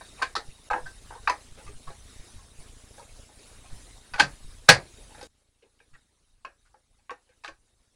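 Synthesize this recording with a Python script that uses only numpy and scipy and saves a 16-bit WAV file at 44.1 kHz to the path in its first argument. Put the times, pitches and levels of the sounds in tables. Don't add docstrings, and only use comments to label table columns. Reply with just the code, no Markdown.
import sys
import numpy as np
from scipy import signal
from scipy.fft import rfft, irfft
from scipy.io import wavfile
from scipy.ndimage import uniform_filter1d

SR = 44100
rng = np.random.default_rng(int(sys.argv[2]) if len(sys.argv) > 2 else 0)


def digitize_waveform(pressure):
    field = np.atleast_2d(pressure).T
    bounded = np.clip(field, -1, 1)
    quanta = np.round(bounded * 32767).astype(np.int16)
    wavfile.write(sys.argv[1], SR, quanta)


def makeup_ratio(level_db):
    decades = np.asarray(level_db, float) / 20
    return 10 ** decades


N = 350595
T = np.arange(N) / SR
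LENGTH = 10240
HZ = np.maximum(np.fft.rfftfreq(2 * LENGTH, 1 / SR), 1)
CUT_S, SECOND_TAKE_DB = 5.272, -17
BUZZ_PERIOD_S, BUZZ_WIDTH_S, BUZZ_STARTS_S = .03562, .0058, (.0244, .0027)


def shape(x, gain):
    hz = np.maximum(np.fft.rfftfreq(len(x), 1 / SR), 1)
    return irfft(rfft(x) * gain(hz), len(x))


def colour(points):
    hz, db = np.transpose(points)
    return lambda f: makeup_ratio(np.interp(np.log(f), np.log(hz), db))


def band(x, lo_hz, hi_hz, order=2):
    return signal.sosfilt(signal.butter(order, [lo_hz, hi_hz], "band", fs=SR, output="sos"), x)


def passband(lo_hz, hi_hz, order):
    return ((1j * HZ / lo_hz) / (1 + 1j * HZ / lo_hz) / (1 + 1j * HZ / hi_hz)) ** order


def peak(x, db):
    return x * makeup_ratio(db) / np.max(np.abs(x))


def walk(rate_hz):
    hold = int(SR / rate_hz)
    steps = np.repeat(rng.standard_normal(N // hold + 1), hold)
    return 2.3 * uniform_filter1d(uniform_filter1d(steps, hold), hold)[:N]


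# pitch_hz, level_db, t60_s
CASE_MODES = [(500, -7, 0.18), (671, -14, 0.13), (822, -5.5, 0.13), (990, -13.5, 0.082), (1258, -7.5, .14),
              (1365, -10.5, 0.092), (1560, -2.5, 0.14), (1651, -6, 0.16), (1805, -7, 0.16),
              (1924, -11.5, 0.16), (2560, -6.5, 0.098), (2594, -8.5, .12), (2840, -12, .12),
              (3630, -14.5, 0.11), (3712, -17.5, 0.06), (4290, -14, 0.066), (4745, -3, 0.072),
              (5400, -10.5, 0.066), (5630, -10, 0.069), (6170, -7.5, .12), (6870, -11.5, .09)]


def case_modes():
    hz, db, t60 = np.transpose(CASE_MODES)[:, :, None]
    t = T[:LENGTH]
    return makeup_ratio(db) * np.sin(2 * np.pi * hz * t) * 1000 ** (-t / np.minimum(t60, .2))


# pitch_hz, t60_s
DIFFUSE_RING = [(120, .22), (400, .24), (800, 0.21), (1500, 0.19), (3000, 0.13), (6000, .15), (10000, .13)]


def diffuse():
    t = T[:LENGTH]
    ring = np.zeros(LENGTH)
    for hz, t60 in DIFFUSE_RING:
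        ring += band(rng.standard_normal(LENGTH), hz / 1.45, hz * 1.4) * 1000 ** (-t / t60)
    return ring * (1 - np.exp(-t / .002))


# pitch_hz, level_db
CONTACT_TREBLE = [(1470, -28), (2500, -14), (3130, -6.5), (3710, -0.5), (4140, 1), (5180, -6.5),
                  (7680, -18.5), (9470, -21.5), (12000, -25), (15600, -59.5), (22000, -120)]


def contact(db, ring_hz, edge_db, treble_db, slip_ms, tick, modes, tail):
    t = T[:LENGTH]
    chance = rng.standard_normal((3, LENGTH))
    slip = np.clip(slip_ms, .3, 60) / 1000
    jerks = chance[0] * (np.abs(chance[1]) > 1.9) * np.exp(-(t / slip) ** 2)
    jerks *= 1.6 / np.sqrt(1 + .06 * slip * SR)
    jerks *= 1 - (1 - tick) * np.exp(-t / (.3 * slip))
    jerks[0] = tick
    case = makeup_ratio(4 * rng.standard_normal(len(modes))) @ modes
    crack = chance[2] * 1000 ** (-t / .025)
    push = rfft(jerks, 2 * LENGTH)
    body = push * rfft(makeup_ratio(-13.5) * case + makeup_ratio(-5) * tail + makeup_ratio(3.5) * crack, 2 * LENGTH)
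    part = push * rfft(np.sin(2 * np.pi * ring_hz * t) * 1000 ** (-t / 0.068), 2 * LENGTH)
    near = body * passband(ring_hz / 1.3, ring_hz * 1.2, order=2)
    middle = (near + makeup_ratio(-10.5) * part) * passband(337, 2300, order=4)
    edge = body / (1 + 1j * 2.2 * (HZ / 2350 - 2350 / HZ)) ** 3
    treble = body * colour(CONTACT_TREBLE)(HZ) * passband(3300, 30000, order=4)
    layers = ((middle, db), (edge, db + edge_db), (treble, db + treble_db))
    return sum(peak(irfft(x)[:LENGTH], level + 2.5) for x, level in layers)


def contacts(rows, slip_ms, tick, modes, tails):
    return [(s, contact(*row, slip_ms, tick, modes, tails[k % len(tails)])) for k, (s, *row) in enumerate(rows)]


# start_s, level_db, pitch_hz, edge_db (2-3 kHz), treble_db
LATCH_SNAPS = [
    (4.197, -14, 840, -0.5, 1.5),
    (4.2004, -10, 1530, -8.5, -6.5),
    (4.2056, -8.5, 1600, -9, -12),
    (4.688, -1.5, 1529, -5.5, -11),
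    (4.6905, -5, 1674, -6, 1),
    (4.6955, -8, 1650, -8, -4),
    (4.698, -13, 923, -4, 5.5),
    (5.148, -44, 847, -20, -24),
    (5.212, -40, 821, -7.5, -2),
    (5.228, -38.5, 513.4, -21, -3.5),
]


def latches(modes, tails):
    return contacts(LATCH_SNAPS, 1.8, 1, modes, tails)


# start_s, level_db, pitch_hz, edge_db (2-3 kHz), treble_db
SEATING_KNOCKS = [(0.222, -19.5, 1540, -10.5, -8), (0.227, -19, 1052, -6, -10),
                  (0.353, -22.5, 1163, -13, -5.5), (0.363, -22.5, 1300, -14, -8),
                  (0.702, -23, 1250, -14, -27), (0.733, -18.5, 1584, -25, -29),
                  (0.737, -21.5, 892, -29, -30), (0.76, -27.5, 810, -35, -37),
                  (0.778, -32.5, 910, -28, -37), (0.762, -36, 1720, -30, -33), (1.106, -34, 884, -39, -28),
                  (1.122, -37.5, 873, -31, -29), (1.151, -42, 935, -24.5, -9.5),
                  (1.16, -43.5, 478, -36, -21.5), (1.2736, -24.5, 964, 2, -14.5),
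                  (1.297, -16.5, 993, -10.5, -8), (1.322, -30, 552, -23, -27),
                  (2.996, -42.5, 945, -27, -7.5)]
NEXT_KNOCKS = [
    (5.802, -53, 1590, -4, -19.5),
    (6.448, -32, 1072, -4.5, -18.5),
    (6.742, -49, 850, -22.5, -25),
    (7.095, -32.5, 1111, -3.5, -41),
    (7.106, -33.5, 1147, -7, -11.5),
    (7.114, -35.5, 494, -28, -21),
    (7.446, -31, 1686, -30, -8),
    (7.479, -38.5, 1760, -6, -5),
]


def knocks(modes, tails):
    return contacts(SEATING_KNOCKS + NEXT_KNOCKS, 2.97, 1, modes, tails)


# start_s, level_db, pitch_hz, edge_db (2-3 kHz), treble_db
PLASTIC_CREAKS = [(0.008, -38, 984, -13, -16), (0.214, -23.5, 1100, -11, -26),
                  (0.707, -18.5, 840, -14, -23), (1.135, -43, 1516, -19, -21),
                  (2.979, -42.5, 570, -20, -24), (4.135, -28.5, 1500, -2, -8), (4.155, -34.5, 815, -4, -12),
                  (4.179, -30.5, 1450, -7.5, -15.5), (4.187, -24, 855, -15, -11),
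                  (4.682, -25, 1630, 3, -2.5), (7.436, -44.5, 965, 1.5, -4), (7.456, -40.5, 1483, -3, -3),
                  (7.484, -44, 1096, -5, -9)]


def creaks(modes, tails):
    return contacts(PLASTIC_CREAKS, 6.2, 0, modes, tails)


# start_s, level_db, pitch_hz, edge_db (2-3 kHz)
CASE_RUBS = [(0.171, -50.5, 1170, 2), (0.192, -40, 990, -8), (0.854, -35, 1676, -20),
             (1.166, -47, 1056, -22), (1.571, -47.5, 534, -5), (1.595, -53, 854, -8),
             (1.663, -45, 1190, -3.5), (1.871, -37, 1117, -27), (1.895, -40.5, 524, -17),
             (2.38, -55, 1080, -15), (3.01, -48.5, 567, -8), (3.648, -55, 1084, -1),
             (4.975, -51.5, 481, -23.5), (5.09, -51, 857, -18.5), (5.176, -47, 558, -11),
             (5.248, -51, 484, -26), (5.62, -55, 460, -8), (5.65, -62, 468, -23.5),
             (5.932, -51, 1900, -3.5), (6.65, -61.5, 1456, -10), (6.98, -67, 820, -3),
             (7.285, -60, 508, -5), (7.31, -65, 1550, -7)]


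def rubs(modes, tails):
    treble_db = -15
    return contacts([(*row, treble_db) for row in CASE_RUBS], 18.2, 0, modes, tails)


# start_s, level_db,
# pitch_hz, t60_s
BRIEF_CHIMES = [(0.356, -22.5, 4220, 0.14), (.703, -51, 5000, .07), (1.274, -13, 1550, 0.043),
                (1.276, -29.5, 4400, 0.13), (4.197, -13.5, 3130, 0.1), (4.689, -7, 5700, 0.075),
                (4.689, -18, 9700, 0.12), (5.950, -50.5, 1600, .1), (6.449, -48.5, 5490, .06),
                (7.478, -31.5, 2590, 0.041), (.395, -44, 820, 0.13), (.712, -26, 840, 0.2),
                (.795, -44, 860, 0.11), (1.274, -14, 1140, 0.021), (1.277, -17.5, 950, 0.11),
                (4.692, -14.5, 521.4, 0.21), (4.760, -31.5, 720, 0.2), (4.200, -32.5, 200, 0.12),
                (5.120, -51, 890, 0.13), (5.190, -50, 1500, .12), (5.622, -59.5, 2596, 0.11),
                (5.790, -61, 2600, .12), (5.938, -71, 2600, .15), (2.060, -71, 4130, .3),
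                (2.130, -64, 4130, .2), (2.262, -65, 4130, .1), (3.640, -50, 710, .2)]


def chip(db, hz, t60):
    return peak(band(rng.standard_normal(LENGTH), hz / 1.17, hz * 1.15) * 1000 ** (-T[:LENGTH] / t60), db)


def chips():
    return [(s, chip(*row)) for s, *row in BRIEF_CHIMES]


# start_s, level_db, pitch_hz, t60_s
CASE_THUDS = [(0.224, -42.5, 281, 0.077), (0.368, -33.5, 450, 0.11), (.385, -38.5, 820, 0.2),
              (.735, -47, 210, .12), (.745, -31, 500, 0.22), (1.298, -44.5, 307, 0.37),
              (1.69, -43, 410, 0.087), (3.290, -50, 842, 0.13), (4.199, -30, 288, 0.3),
              (4.204, -33, 144, 0.32), (4.205, -27, 562, 0.23), (4.689, -13, 161, 0.085),
              (4.694, -21, 257, 0.081), (4.718, -24.5, 130, 0.24), (4.720, -38, 345.5, 0.68),
              (5.229, -49.5, 301, 0.21), (5.631, -58, 387, 0.14), (5.809, -59, 476, .12),
              (6.449, -61, 287, .12), (6.458, -50, 560, 0.18), (6.751, -59.5, 521, 0.15),
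              (7.103, -52.5, 297, .15), (7.478, -51, 329, 0.16), (7.485, -41.5, 559, 0.1)]


def thud(db, hz, t60):
    t = T[:LENGTH]
    rumble = peak(band(rng.standard_normal(LENGTH), hz / 1.6, hz * 1.3), 7.1)
    return peak((np.sin(2 * np.pi * hz * t) + rumble) * (1 - np.exp(-t / .004)) * 1000 ** (-t / t60), db)


def thuds():
    return [(s, thud(*row)) for s, *row in CASE_THUDS]


def handling():
    out = np.zeros(N + LENGTH)
    case = case_modes(), [diffuse() for _ in range(5)]
    sounds = latches(*case) + knocks(*case) + creaks(*case) + rubs(*case) + chips() + thuds()
    fade = np.cos(np.pi / 2 * np.arange(LENGTH) / LENGTH) ** .5
    for s, sound in sounds:
        start = int(s * SR)
        same_take = (s > CUT_S) | (s + T[:LENGTH] < CUT_S)
        out[start:start + LENGTH] += sound * fade * same_take
    return signal.sosfilt(signal.ellip(8, .3, 60, 11150, fs=SR, output="sos"), out[:N])


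# start_s (centre), height (in 700ths of full scale), width_s
OFFSET_LURCHES = [(0.49, 15, 0.046), (0.72, 11, 0.03), (0.85, 12.5, 0.114), (1.52, 6, 0.073),
                  (1.69, 14.5, 0.039), (1.761, -12, 0.06), (1.89, 20, 0.059), (2.203, 13, 0.038),
                  (2.36, -5.5, 0.078), (2.601, 15, 0.039), (3.732, 17.5, 0.075), (4.15, 11, 0.058),
                  (4.46, -6, 0.12), (4.71, 9, 0.064), (5.94, 4, 0.057), (6.47, -0.5, 0.044),
                  (7.52, 0.7, 0.1)]


def drift():
    return sum(height / 700 * np.exp(-np.abs(T - s) / (0.21 * width)) for s, height, width in OFFSET_LURCHES)


def frame_clock():
    return (T - np.where(T < CUT_S, *BUZZ_STARTS_S)) / BUZZ_PERIOD_S + 1


def buzz():
    clock = frame_clock()
    height = makeup_ratio(3 * rng.standard_normal(int(clock.max()) + 2))[clock.astype(int)]
    pulses = uniform_filter1d(height * (clock % 1 < BUZZ_WIDTH_S / BUZZ_PERIOD_S), size=30)
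    return makeup_ratio(-49) * band(pulses, 5.6, 2500, order=1)


# pitch_hz, level_db
WHINE_TONES = [(3750, -51), (4120, -57.5)]
# start_s, level_db
SUPPLY_LOAD = [(0, 6), (.25, 4), (.4, -1), (1.5, 2), (1.8, -3), (2.1, 5.5), (2.35, 2), (2.65, -5),
               (3.3, -4.5), (3.95, 1.5), (4.4, -3), (4.8, 6), (5.15, -0.5), (5.4, 3), (6, 4), (6.3, 1),
               (7.95, -2)]


def whine():
    throb = 1 + 0.53 * np.cos(2 * np.pi * frame_clock())
    load_db = np.interp(T, *np.transpose(SUPPLY_LOAD))
    tones = np.zeros(N)
    for hz, db in WHINE_TONES:
        swell_db = .7 * np.tanh(walk(5))
        flutter_db = 5.5 * np.tanh(walk(26))
        tone = band(rng.standard_normal(N), hz - 85, hz + 85)
        tones += tone * makeup_ratio(db + load_db + swell_db + flutter_db)
    return throb * tones


def blotch(x, patchy_db):
    _, _, cells = signal.stft(x, nperseg=512)
    patches = rng.standard_normal(cells.shape)
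    for axis in (0, 1):
        patches = uniform_filter1d(patches, size=5, axis=axis)
    return signal.istft(cells * makeup_ratio(3.2 * patchy_db * patches), nperseg=512)[1][:N]


# pitch_hz, level_db
PREAMP_NOISE = [(12, -33.5), (20, 5), (126, -16), (197, -19.5), (239, -20), (653, -28), (887, -30),
                (1470, -32), (3780, -33), (6980, -33), (10600, -31.5), (11900, -52.5), (15700, -50.5)]
HISS_DROPOUTS = [0.349, .696]


def hiss(unrest):
    noise = shape(rng.standard_normal(N), colour(PREAMP_NOISE))
    noise /= np.std(band(noise, 5000, 10000, order=4))
    bass = band(noise, 5.1, 300, order=1)
    top = blotch(noise - bass, patchy_db=4.5) * makeup_ratio(.8 * walk(14))
    top *= 1 - sum(.97 * np.exp(-((T - s) / 0.0042) ** 8) for s in HISS_DROPOUTS)
    top_db = -61 + .35 * walk(2.7)
    bass_db = -69 + 7.5 * np.tanh(walk(11))
    return top * makeup_ratio(top_db) + band(bass, 10.0, 280, order=1) * unrest * makeup_ratio(bass_db)


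def scene():
    take_gain = uniform_filter1d(makeup_ratio(SECOND_TAKE_DB * (T > CUT_S)), size=200)
    offset = drift()
    unrest = np.abs(offset) / take_gain
    ripple = np.sin(2 * np.pi * 5 * frame_clock())
    floor = take_gain * (hiss(1 + 250 * unrest) + buzz() * (0.94 + 60 * unrest) + whine())
    return (handling() + offset * (1 + 0.25 * ripple) + floor)[None]


def low_pass(x):
    return signal.sosfilt(signal.butter(12, 15830, fs=SR, output="sos"), x)


def record(dry):
    return low_pass(np.clip(dry, -1, 1))


dry = scene()
out = record(dry)
digitize_waveform(out)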